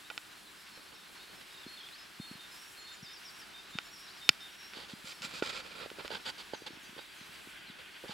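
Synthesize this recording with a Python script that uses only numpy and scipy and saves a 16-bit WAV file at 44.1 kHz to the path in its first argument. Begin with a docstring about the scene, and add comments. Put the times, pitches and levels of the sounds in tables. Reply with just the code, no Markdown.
"""A pasture, where small birds whistle in the trees over a soft hush, a breeze in leaves and a faint hum.
Dull footfalls and bumps come through the ground and the grip of a hand-held camera, each a short low wave.
The camera's case rings briefly as it clicks, once very sharply, and a sleeve rustles close to the
microphones as its fibres catch and slip. The birds are gliding tones with echoes; the air is shaped noise."""
import sys
import numpy as np
from scipy import signal
from scipy.fft import rfft, irfft, next_fast_len
from scipy.io import wavfile

SR = 44100
rng = np.random.default_rng(int(sys.argv[2]) if len(sys.argv) > 2 else 0)


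def to_wav(s):
    """Save 16-bit WAV."""
    ch = np.atleast_2d(s).T  # columns
    pcm = np.round(np.clip(ch, -1, 1) * 32767)  # PCM
    wavfile.write(sys.argv[1], SR, pcm.astype(np.int16))


N = 358533
SIZE = next_fast_len(N, True)
TIME, FREQS = np.arange(N) / SR, np.fft.rfftfreq(SIZE, 1 / SR)

# which side thuds and rustles lean to: (frequency [Hz], left minus right [dB])
NEAR_BALANCE = [(60, 1), (130, 2), (290, 0), (640, -9.5), (1410, -8.5), (3100, -2), (6820, -1.0),
                (15000, 1.5)]


def thuds(rise_cycles=0.54, sag_cycles=0.085, level_db=0.5, cut_hz=70):
    """Footfalls and bumps: a couple of cycles that swell, sink in pitch and die."""
    # the heavier blows: (time [s], level [dB], pitch [Hz])
    blows = [(0.112, -40.5, 710), (1.664, -38, 248), (2.198, -33, 188), (2.312, -38, 207),
             (2.352, -46, 167), (3.027, -42, 161), (3.752, -35, 181), (4.2905, -28.5, 310),
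             (4.296, -40, 140), (4.769, -43, 277), (4.934, -36, 202), (5.042, -44.5, 181),
             (5.247, -40.5, 212), (5.423, -19, 380), (5.86, -34.5, 450), (5.915, -38, 403),
             (5.985, -38, 382), (6.048, -34.5, 440), (6.105, -32.5, 470), (6.122, -35, 423),
             (6.535, -27.5, 460), (6.62, -41, 330), (6.705, -41.5, 300), (6.965, -43.5, 330),
             (6.99, -43, 420), (7.211, -45.5, 199), (7.472, -43, 290), (7.698, -43, 200), (8.045, -39, 410),
             (8.093, -39, 190)]
    out, t = np.zeros(N), np.arange(SR // 12) / SR
    for s, db, hz in blows + grip_bumps():
        age = t * hz / rise_cycles  # 1 at the top of the swell
        cycles = hz * t + sag_cycles * (1 - np.exp(-t * hz))
        add(out, s, gain_of(db + level_db) * age ** 2 * np.exp(2 * (1 - age)) * np.sin(2 * np.pi * cycles))
    low_cut = signal.butter(2, cut_hz, "high", fs=SR, output="sos")
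    return to_stereo(rfft(signal.sosfilt(low_cut, out), SIZE), NEAR_BALANCE)


def grip_bumps(gap_s=.05, spread_db=3, spread_octaves=.25):
    """A shifting grip patters unevenly. Gives rows of (time [s], level [dB], pitch [Hz])."""
    # when the grip shifts: (start [s], end [s], level [dB], pitch [Hz])
    fidgets = [(0.75, 1.45, -57, 330), (4.79, 4.84, -49, 300), (5.22, 5.4, -45, 190),
               (6.72, 6.95, -50, 200), (7.3, 7.85, -57, 200), (8.06, 8.13, -39, 430)]
    rows = []
    for (start, end, db, hz), chance in zip(fidgets, rng.standard_normal((len(fidgets), 64, 3))):
        for s, (late, hard, high) in zip(np.arange(start, end, gap_s), chance):
            rows.append((s + .3 * gap_s * late, db + spread_db * hard, hz * 2 ** (spread_octaves * high)))
    return rows


def case_clicks(level_db=-1.2, balance_db=-3.3, balance_db_per_octave=4.2, attack_s=.00012):
    """Each snap makes the case ring with its own short tones; the low ones lean to the right."""
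    # snaps: (time [s], level [dB], treble tilt [dB per octave], ring length [factor])
    snaps = [(0.1016, -30, -7, 3.0), (0.1779, -22, 0, 1.2), (1.888, -37, 1, 1.0), (3.7869, -18, -4, 0.92),
             (4.2916, 0, 7.5, 1.27), (4.7356, -33.5, -6, 0.73), (5.2205, -30, 8, 1.5),
             (5.4246, -26.5, -11, 2.4), (5.902, -32.5, -5, 1.1), (6.079, -28.5, 2, 1.1),
             (6.149, -32, 5, 1.6)]
    # tones of the case: (pitch [Hz], level [dB], time to fade by 60 dB [s])
    case_tones = [(470, -39, 0.011), (858, -37, 0.049), (1444, -13, 0.016), (1950, -19.5, 0.018),
                  (2400, -11, 0.013), (2640, -8, 0.0095), (2990, -6.5, 0.0078), (3600, -7, 0.0073),
                  (4390, -14.5, 0.01), (5030, -12.5, 0.0095), (5300, -28, 0.011), (6440, -27, 0.0081),
                  (6900, -25, 0.0074), (7690, -27, 0.0064), (12000, -35, 0.0018)]
    out, t = np.zeros((2, N)), np.arange(SR // 8) / SR
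    hz, tone_db, fade_s = np.transpose(case_tones)[:, :, None]
    octaves = np.log2(hz / 3000)
    sides = gain_of(np.outer([.5, -.5], balance_db + balance_db_per_octave * octaves))
    for s, db, tilt, ring in snaps:
        fades = gain_of(tone_db + tilt * octaves - 60 * t / (fade_s * ring))
        tones = fades * np.cos(2 * np.pi * hz * (t - attack_s))
        add(out, s, gain_of(db + level_db) * (sides @ tones) * (1 - np.exp(-t / attack_s)))
    return out


def sleeve(grain_db=1.2, slips_per_s=14000, judder_db=1.3, arch_db=3, bright_db=1.5, dull_db=-3.5):
    """Fibres catch and slip in a dense crackle: short brushes, and a drag that dulls as it slows."""
    # tone of rubbed cloth: (frequency [Hz], level [dB])
    cloth = [(30, -3), (110, -8), (200, -0.5), (330, -5.5), (520, 5), (680, -6), (1100, -1), (1400, -3),
             (1950, -0.5), (2500, -1), (3450, 3), (4700, 0), (5600, -12), (7500, -13), (9500, -20.5),
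             (15500, -34)]
    # how alike the two sides are: (frequency [Hz], likeness [1 = same])
    likeness = [(60, 1), (180, 0.96), (550, 0.34), (1650, 0.54), (4970, 0.93), (15000, 1)]
    # short brushes: (start [s], length [s], level [dB], brightness [dB])
    brushes = [(0.77, 0.023, -54, -11), (0.918, 0.031, -53.5, -5), (1.327, .025, -56, -8),
               (1.401, 0.031, -52.5, -0.5), (4.731, 0.13, -48.5, 0), (4.879, 0.068, -51, 2),
               (5.043, 0.1, -47.5, 3.5), (5.219, 0.057, -40.3, 2.5), (5.27, 0.076, -49, 0),
               (5.334, 0.081, -44.5, 2), (5.984, 0.047, -45, -5.5), (6.043, 0.03, -45, -5),
               (6.1, 0.085, -41, -1.5), (6.25, .066, -39, 1), (6.377, 0.055, -47, 1),
               (6.531, 0.031, -41.5, -2.5), (6.66, .032, -41.5, 0.5), (6.976, .03, -45, -4),
               (7.784, 0.046, -52.5, -3.5), (8.034, 0.04, -51, -14), (8.078, 0.092, -45.5, 0)]
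    # one long drag, dying away in surges: (time [s], level [dB])
    drag = [(5.42, -42), (5.5, -38.5), (5.525, -45), (5.565, -41), (5.605, -45), (5.627, -59), (5.662, -44),
            (5.695, -57), (5.72, -47.5), (5.738, -54), (5.76, -46.5), (5.835, -44.5), (5.88, -52)]
    slips = gain_of(grain_db * np.minimum(rng.exponential(1, N), 4)) * (rng.random(N) < slips_per_s / SR)
    crackle = slips * rng.standard_normal((2, N)) * gain_of(judder_db * drift(79))
    rub = shaped_noise(crackle, cloth, likeness, NEAR_BALANCE)
    out = np.zeros((2, N))
    for s, length, db, brightness in brushes:
        arch = np.sin(np.linspace(0, np.pi, round(length * SR)))  # firmest in mid-stroke
        add(out, s, sleeve_touch(rub, s, db + arch_db * (arch - .7), brightness))
    start, end = drag[0][0], drag[-1][0]
    level_db = np.interp(np.arange(start, end, 1 / SR), *np.transpose(drag))
    bright, dull = (sleeve_touch(rub, start, level_db, db) for db in (bright_db, dull_db))
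    progress = np.linspace(0, 1, len(level_db))
    add(out, start, (1 - progress) * bright + progress * dull)
    return out


def sleeve_touch(rub, s, level_db, bright_db, attack_s=0.005, release_s=.016, fizz=0.69, fizz_hz=5300):
    """One touch of cloth, coloured by the air ringing in the hollow between sleeve and microphone."""
    # tones of the hollow: (pitch [multiple of the lowest], width [fraction], strength [factor])
    hollow = [(1, .09, 1.35), (1.77, .08, 1.0), (3.75, 0.13, .4), (5.4, 0.042, 0.7)]
    n = len(level_db)
    t, hz = np.arange(n) / SR, np.clip(np.fft.rfftfreq(n, 1 / SR), 400, 12000)
    pressed = 5.0 < s < 6.08  # pressing shrinks the hollow and raises its pitch
    hollow_hz, hollow_db = (1375, 7.5) if pressed else (855, 7)
    hollow_db += .45 * (np.median(level_db) + 46)  # louder strokes ring more
    peaks = sum(share * np.exp(-(np.log(hz / (hollow_hz * k)) / width) ** 2) for k, width, share in hollow)
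    treble = np.log2(hz / 3000) / 2 + fizz * (1 + np.tanh((hz - fizz_hz) / 500))
    piece = rub.take(round(s * SR) + np.arange(n), axis=1, mode="wrap")
    piece = irfft(rfft(piece) * gain_of(bright_db * treble + hollow_db * peaks), n)
    contact = np.minimum(t / attack_s, 1) * np.minimum(t[::-1] / release_s, 1)
    return gain_of(level_db) * unit_level(piece) * contact


def birds(near_waver=0.0014, far_waver=0.009, flutter_db=1.1, fade_db=4, level_db=0.3,
          near_echo_db=-8.5, far_echo_db=-1):
    """Almost pure whistles; faint birds are far off, blurred and scattered by the trees."""
    direct, scattered = np.zeros(N), np.zeros(N)
    wobble, flutter = drift(160), gain_of(flutter_db * drift(50))
    for s, hz, db in songs() + calls() + twitters() + chatter():
        n = len(hz)
        far = np.interp(db, [-64, -57], [1, 0])
        waver = (near_waver + far * far_waver) * wobble.take(round(s * SR) + np.arange(n), mode="wrap")
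        shape = signal.windows.tukey(n, 0.3) * gain_of(db + level_db + fade_db * np.linspace(1, 0, n))
        note = shape * np.sin(2 * np.pi * np.cumsum(hz * (1 + waver)) / SR)
        add(direct, s, note * (1 - 0.16 * far))
        add(scattered, s, note * gain_of(near_echo_db + far * (far_echo_db - near_echo_db)))
    return direct * flutter + tree_echoes(scattered)


def songs():
    """Piping, seesawing and tumbling songs, as notes of (time [s], pitch curve [Hz], level [dB])."""
    # kinds of note: (length [s], start pitch [Hz], middle pitch [Hz], end pitch [Hz])
    pip = (.085, 3630, 3660, 3635)
    high = (.145, 5690, 5530, 5660)
    low = (.195, 4220, 4305, 4240)
    peep = (.07, 5220, 5100, 5160)
    chip = (.042, 7280, 7150, 6680)
    slur = (.064, 5950, 5050, 4520)
    # tunes: (time into the song [s], note, accent [dB])
    piping = [(0, pip, 0), (.192, pip, 0), (.366, high, -4.5)]
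    seesaw = [(0, low, 0), (.322, peep, -3)]
    tumble = [(0, chip, -5), (.126, chip, -4.5), (.228, slur, 0), (.335, slur, -.5), (.451, slur, 0),
              (.592, slur, -2)]
    # when each tune is sung: (time [s], level [dB])
    seesaws = [(1.15, -62), (1.655, -54.7), (2.19, -56), (2.758, -54)]
    tumbles = [(2.794, -54), (3.7, -59.5)]
    pipings = repeats(first_s=2.193, gap_s=.671, db=-55.7, step_db=1.1, count=4)
    notes = []
    for tune, starts in [(piping, pipings), (seesaw, seesaws), (tumble, tumbles)]:
        for s, db in starts:
            notes += [(s + after, glide(*note), db + accent) for after, note, accent in tune]
    return notes


def calls():
    """Single chirps that rise, arch or fall, and a row of distant pips."""
    # kinds of call: (length [s], start pitch [Hz], middle pitch [Hz], end pitch [Hz])
    upsweep = (.052, 3700, 4330, 5100)
    arch = (.035, 5120, 5370, 5420)
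    rise = (.05, 3620, 3750, 3950)
    fall = (.055, 7000, 6170, 5700)
    far_slur = (.05, 4300, 4000, 3700)
    far_pip = (.05, 4750, 4700, 4660)
    # when each comes: (time [s], level [dB])
    upsweeps = [(1.919, -54), (4.075, -55)]
    arches = [(0.73, -62), (0.94, -61), (3.845, -58), (4.24, -60), (4.397, -59)]
    rises = [(0.04, -58), (1.195, -58), (1.5, -60), (6.975, -57)]
    falls = [(6.535, -59), (6.817, -63), (7.166, -62.5)]
    far_slurs = [(0.45, -62), (7.04, -62), (7.2, -60), (7.665, -57)]
    far_pips = repeats(first_s=6.6, gap_s=.244, db=-62, step_db=0, count=5)
    kinds = [(upsweep, upsweeps), (arch, arches), (rise, rises), (fall, falls),
             (far_slur, far_slurs), (far_pip, far_pips)]
    return [(s, glide(*note), db) for note, starts in kinds for s, db in starts]


def twitters(gap_s=.03, pitch_spread=.04, sag_hz_per_s=1200):
    """Quick runs of tiny notes, uneven in pitch and sinking as they go."""
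    # runs: (start [s], length [s], level [dB])
    runs = [(1.54, .1, -56), (1.77, .12, -51)]
    syllable = glide(.024, 3880, 3520, 3700)
    notes = []
    for s, length, db in runs:
        for after, high in zip(np.arange(0, length, gap_s), rng.standard_normal(16)):
            notes.append((s + after, syllable * (1 + pitch_spread * high) - sag_hz_per_s * after, db))
    return notes


def chatter(notes_per_s=9, level_db=-65.5, spread_db=2.5, range_hz=(3500, 5600), length_s=.06, bend=.08):
    """Distant birds chirp at random all along, each note sliding up or down."""
    notes = []
    for when, high, slope, loud in rng.random((200, 4))[:round(notes_per_s * N / SR)]:
        hz, swing = np.interp(high, [0, 1], range_hz), bend * (2 * slope - 1)
        pitch = glide(length_s, hz * (1 + swing), hz, hz * (1 - swing))
        notes.append((when * N / SR, pitch, level_db + spread_db * (2 * loud - 1)))
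    return notes


def tree_echoes(sound, fade_s=0.55, delay_s=.012):
    """The trees throw a sound back as a dense, fading wash of echoes."""
    t = np.arange(SR // 2) / SR
    echoes = rng.standard_normal((3, len(t))) * gain_of(-60 * t / fade_s) * (t > delay_s)
    echoes = echoes[:2] * 0.49 + echoes[2]  # the close microphones share most of each echo
    return signal.fftconvolve(sound[None], echoes / np.linalg.norm(echoes[0]), axes=1)[:, :N]


def air(hush_db=1.5, hiss_db=2.5, flutter_db=1.04, swell_db=1.0, swell_hz=2.5):
    """A low hush, the breeze in far leaves and a near bush, and a fine hiss, each wavering a little."""
    # tone of each layer: (frequency [Hz], level [dB])
    hush = [(15, -39), (25, -6), (44, -3), (81, -6), (130, -5.5), (183, -0.5), (262, -4), (305, 0),
            (390, -1.5), (490, -6.5), (700, -3.5), (1000, -5.5), (1300, -10), (2200, -57)]
    leaves = [(500, -23), (850, -5), (1200, -0.5), (1550, 2.5), (1900, -0.5), (2200, -1), (2600, -0.5),
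              (3400, -1.5), (4000, -2), (5200, -6.5), (6300, -11.5), (9000, -32)]
    bush = [(500, -17), (1250, -20), (1480, 2), (1750, -3), (1950, -2.5), (2400, -1), (3400, -1.5),
            (4000, -22), (6000, -35)]
    hiss = [(4000, -16), (6500, -6.5), (7600, 1), (8700, -3.5), (10800, -2), (13000, -7.5), (15800, -11.5)]
    # how the hush and the hiss swell and ebb: (time [s], level [dB])
    hush_levels = [(0, -66), (0.4, -64), (0.7, -65.3), (1.3, -63.3), (2.1, -64.5), (3.8, -63), (5.15, -63),
                   (5.45, -59.7), (6.3, -61), (7.05, -64.5), (7.5, -63), (8.13, -64)]
    hiss_levels = [(0, -65), (2.3, -65), (2.6, -62.5), (2.85, -65.3), (4.4, -66), (7.3, -66.7), (8.13, -66)]
    # how hard the breeze blows: (time [s], far leaves [dB], near bush [dB])
    breeze = [(0, -55.7, -76), (1.1, -54.7, -70), (1.5, -54, -63), (4.1, -53.5, -65), (4.6, -54, -57),
              (5.0, -56, -64), (5.5, -53.7, -65), (6.55, -53.5, -63), (6.8, -55.5, -56.5),
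              (7.25, -54, -57.5), (7.7, -57.5, -52.5), (8.13, -53.5, -57)]
    # how alike the two sides are: (frequency [Hz], likeness [1 = same, 0 or less = unrelated])
    likeness = [(60, 0.8), (120, 0.3), (240, -0.17), (480, -0.39), (950, 0.29), (1890, 0.69), (3770, 0.82),
                (7520, 1), (15000, 1.0)]
    # which side is louder: (frequency [Hz], left minus right [dB])
    balance = [(60, 1.0), (120, 0.0), (240, 0.12), (480, 2.4), (950, -0.078), (1890, 0.28), (3770, -1.1),
               (7520, 0.0), (15000, 0.0)]
    s, leaves_db, bush_db = np.transpose(breeze)
    layers = [(hush, np.interp(TIME, *np.transpose(hush_levels)) + hush_db),
              (leaves, np.interp(TIME, s, leaves_db)),
              (bush, np.interp(TIME, s, bush_db)),
              (hiss, np.interp(TIME, *np.transpose(hiss_levels)) + hiss_db + swell_db * drift(swell_hz))]
    out = np.zeros((2, N))
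    for tone, db in layers:
        noise = shaped_noise(rng.standard_normal((2, N)), tone, likeness, balance)
        out += noise * gain_of(db + flutter_db * drift(18))
    return out


def hum(waver_hz=3, flutter_db=2, fade_db_per_s=.8):
    """A faint far-off hum: a few low tones that waver and slowly fade."""
    # its tones: (pitch [Hz], starting level [dB])
    tones = [(188, -83), (226, -82), (301.5, -79), (377, -77)]
    out = np.zeros(N)
    for hz, db in tones:
        level = gain_of(db + flutter_db * drift(3) - fade_db_per_s * TIME)
        out += level * np.sin(2 * np.pi * np.cumsum(hz + waver_hz * drift(4)) / SR)
    return np.sqrt(2) * out


def glide(length_s, start_hz, middle_hz, end_hz):
    """The pitch of a note: a smooth bend through three pitches."""
    curve = np.polyfit([0, .5, 1], [start_hz, middle_hz, end_hz], 2)
    return np.polyval(curve, np.linspace(0, 1, round(length_s * SR)))


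def repeats(first_s, gap_s, db, step_db, count):
    """Evenly timed rows of (time [s], level [dB])."""
    return [(first_s + k * gap_s, db + k * step_db) for k in range(count)]


def shaped_noise(noises, tone, likeness, balance, cut_hz=28):
    """Gives two unrelated noises a tone and makes them partly alike, as left and right."""
    left, other = rfft(noises, SIZE)
    shared = np.clip(across_freqs(likeness), 0, 1)
    right = shared * left + np.sqrt(1 - shared ** 2) * other
    low_cut = FREQS ** 2 / (FREQS ** 2 + cut_hz ** 2)
    return unit_level(to_stereo(np.array([left, right]) * gain_of(across_freqs(tone)) * low_cut, balance))


def to_stereo(spectra, balance):
    """Turns spectra into left and right sound, each frequency leaning to its own side."""
    return irfft(spectra * gain_of(np.outer([.5, -.5], across_freqs(balance))), SIZE)[:, :N]


def across_freqs(points):
    """Joins (frequency [Hz], value) points into a curve on a log-frequency axis."""
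    hz, value = np.transpose(points)
    return np.interp(np.log(FREQS + 1), np.log(hz + 1), value)


def drift(rate_hz):
    """A smooth random wander of typical size 1."""
    spectrum = rfft(rng.standard_normal(SIZE)) * np.exp(-(FREQS / rate_hz) ** 2)
    return unit_level(irfft(spectrum, SIZE)[:N])


def gain_of(db):
    """Decibels to a factor."""
    return 10 ** (np.asarray(db) / 20)


def unit_level(x):
    """Scales to an average (rms) level of 1."""
    return x / np.sqrt(np.mean(x ** 2) + 1e-20)


def add(mix, s, sound):
    """Mixes a sound in at s seconds."""
    part = mix[..., max(round(s * SR), 0):][..., :sound.shape[-1]]
    part += sound[..., :part.shape[-1]]


def scene():
    """The pasture, and the small noises at the camera."""
    return air() + hum() + birds() + thuds() + case_clicks() + sleeve()


def record(dry, top_hz=15900):
    """Flattens any peak beyond full scale, then removes the highest treble."""
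    treble_cut = signal.firwin(511, top_hz, window=("kaiser", 7), fs=SR)
    return signal.oaconvolve(np.clip(dry, -1, 1), treble_cut[None], "same")


dry = scene()
out = record(dry)
to_wav(out)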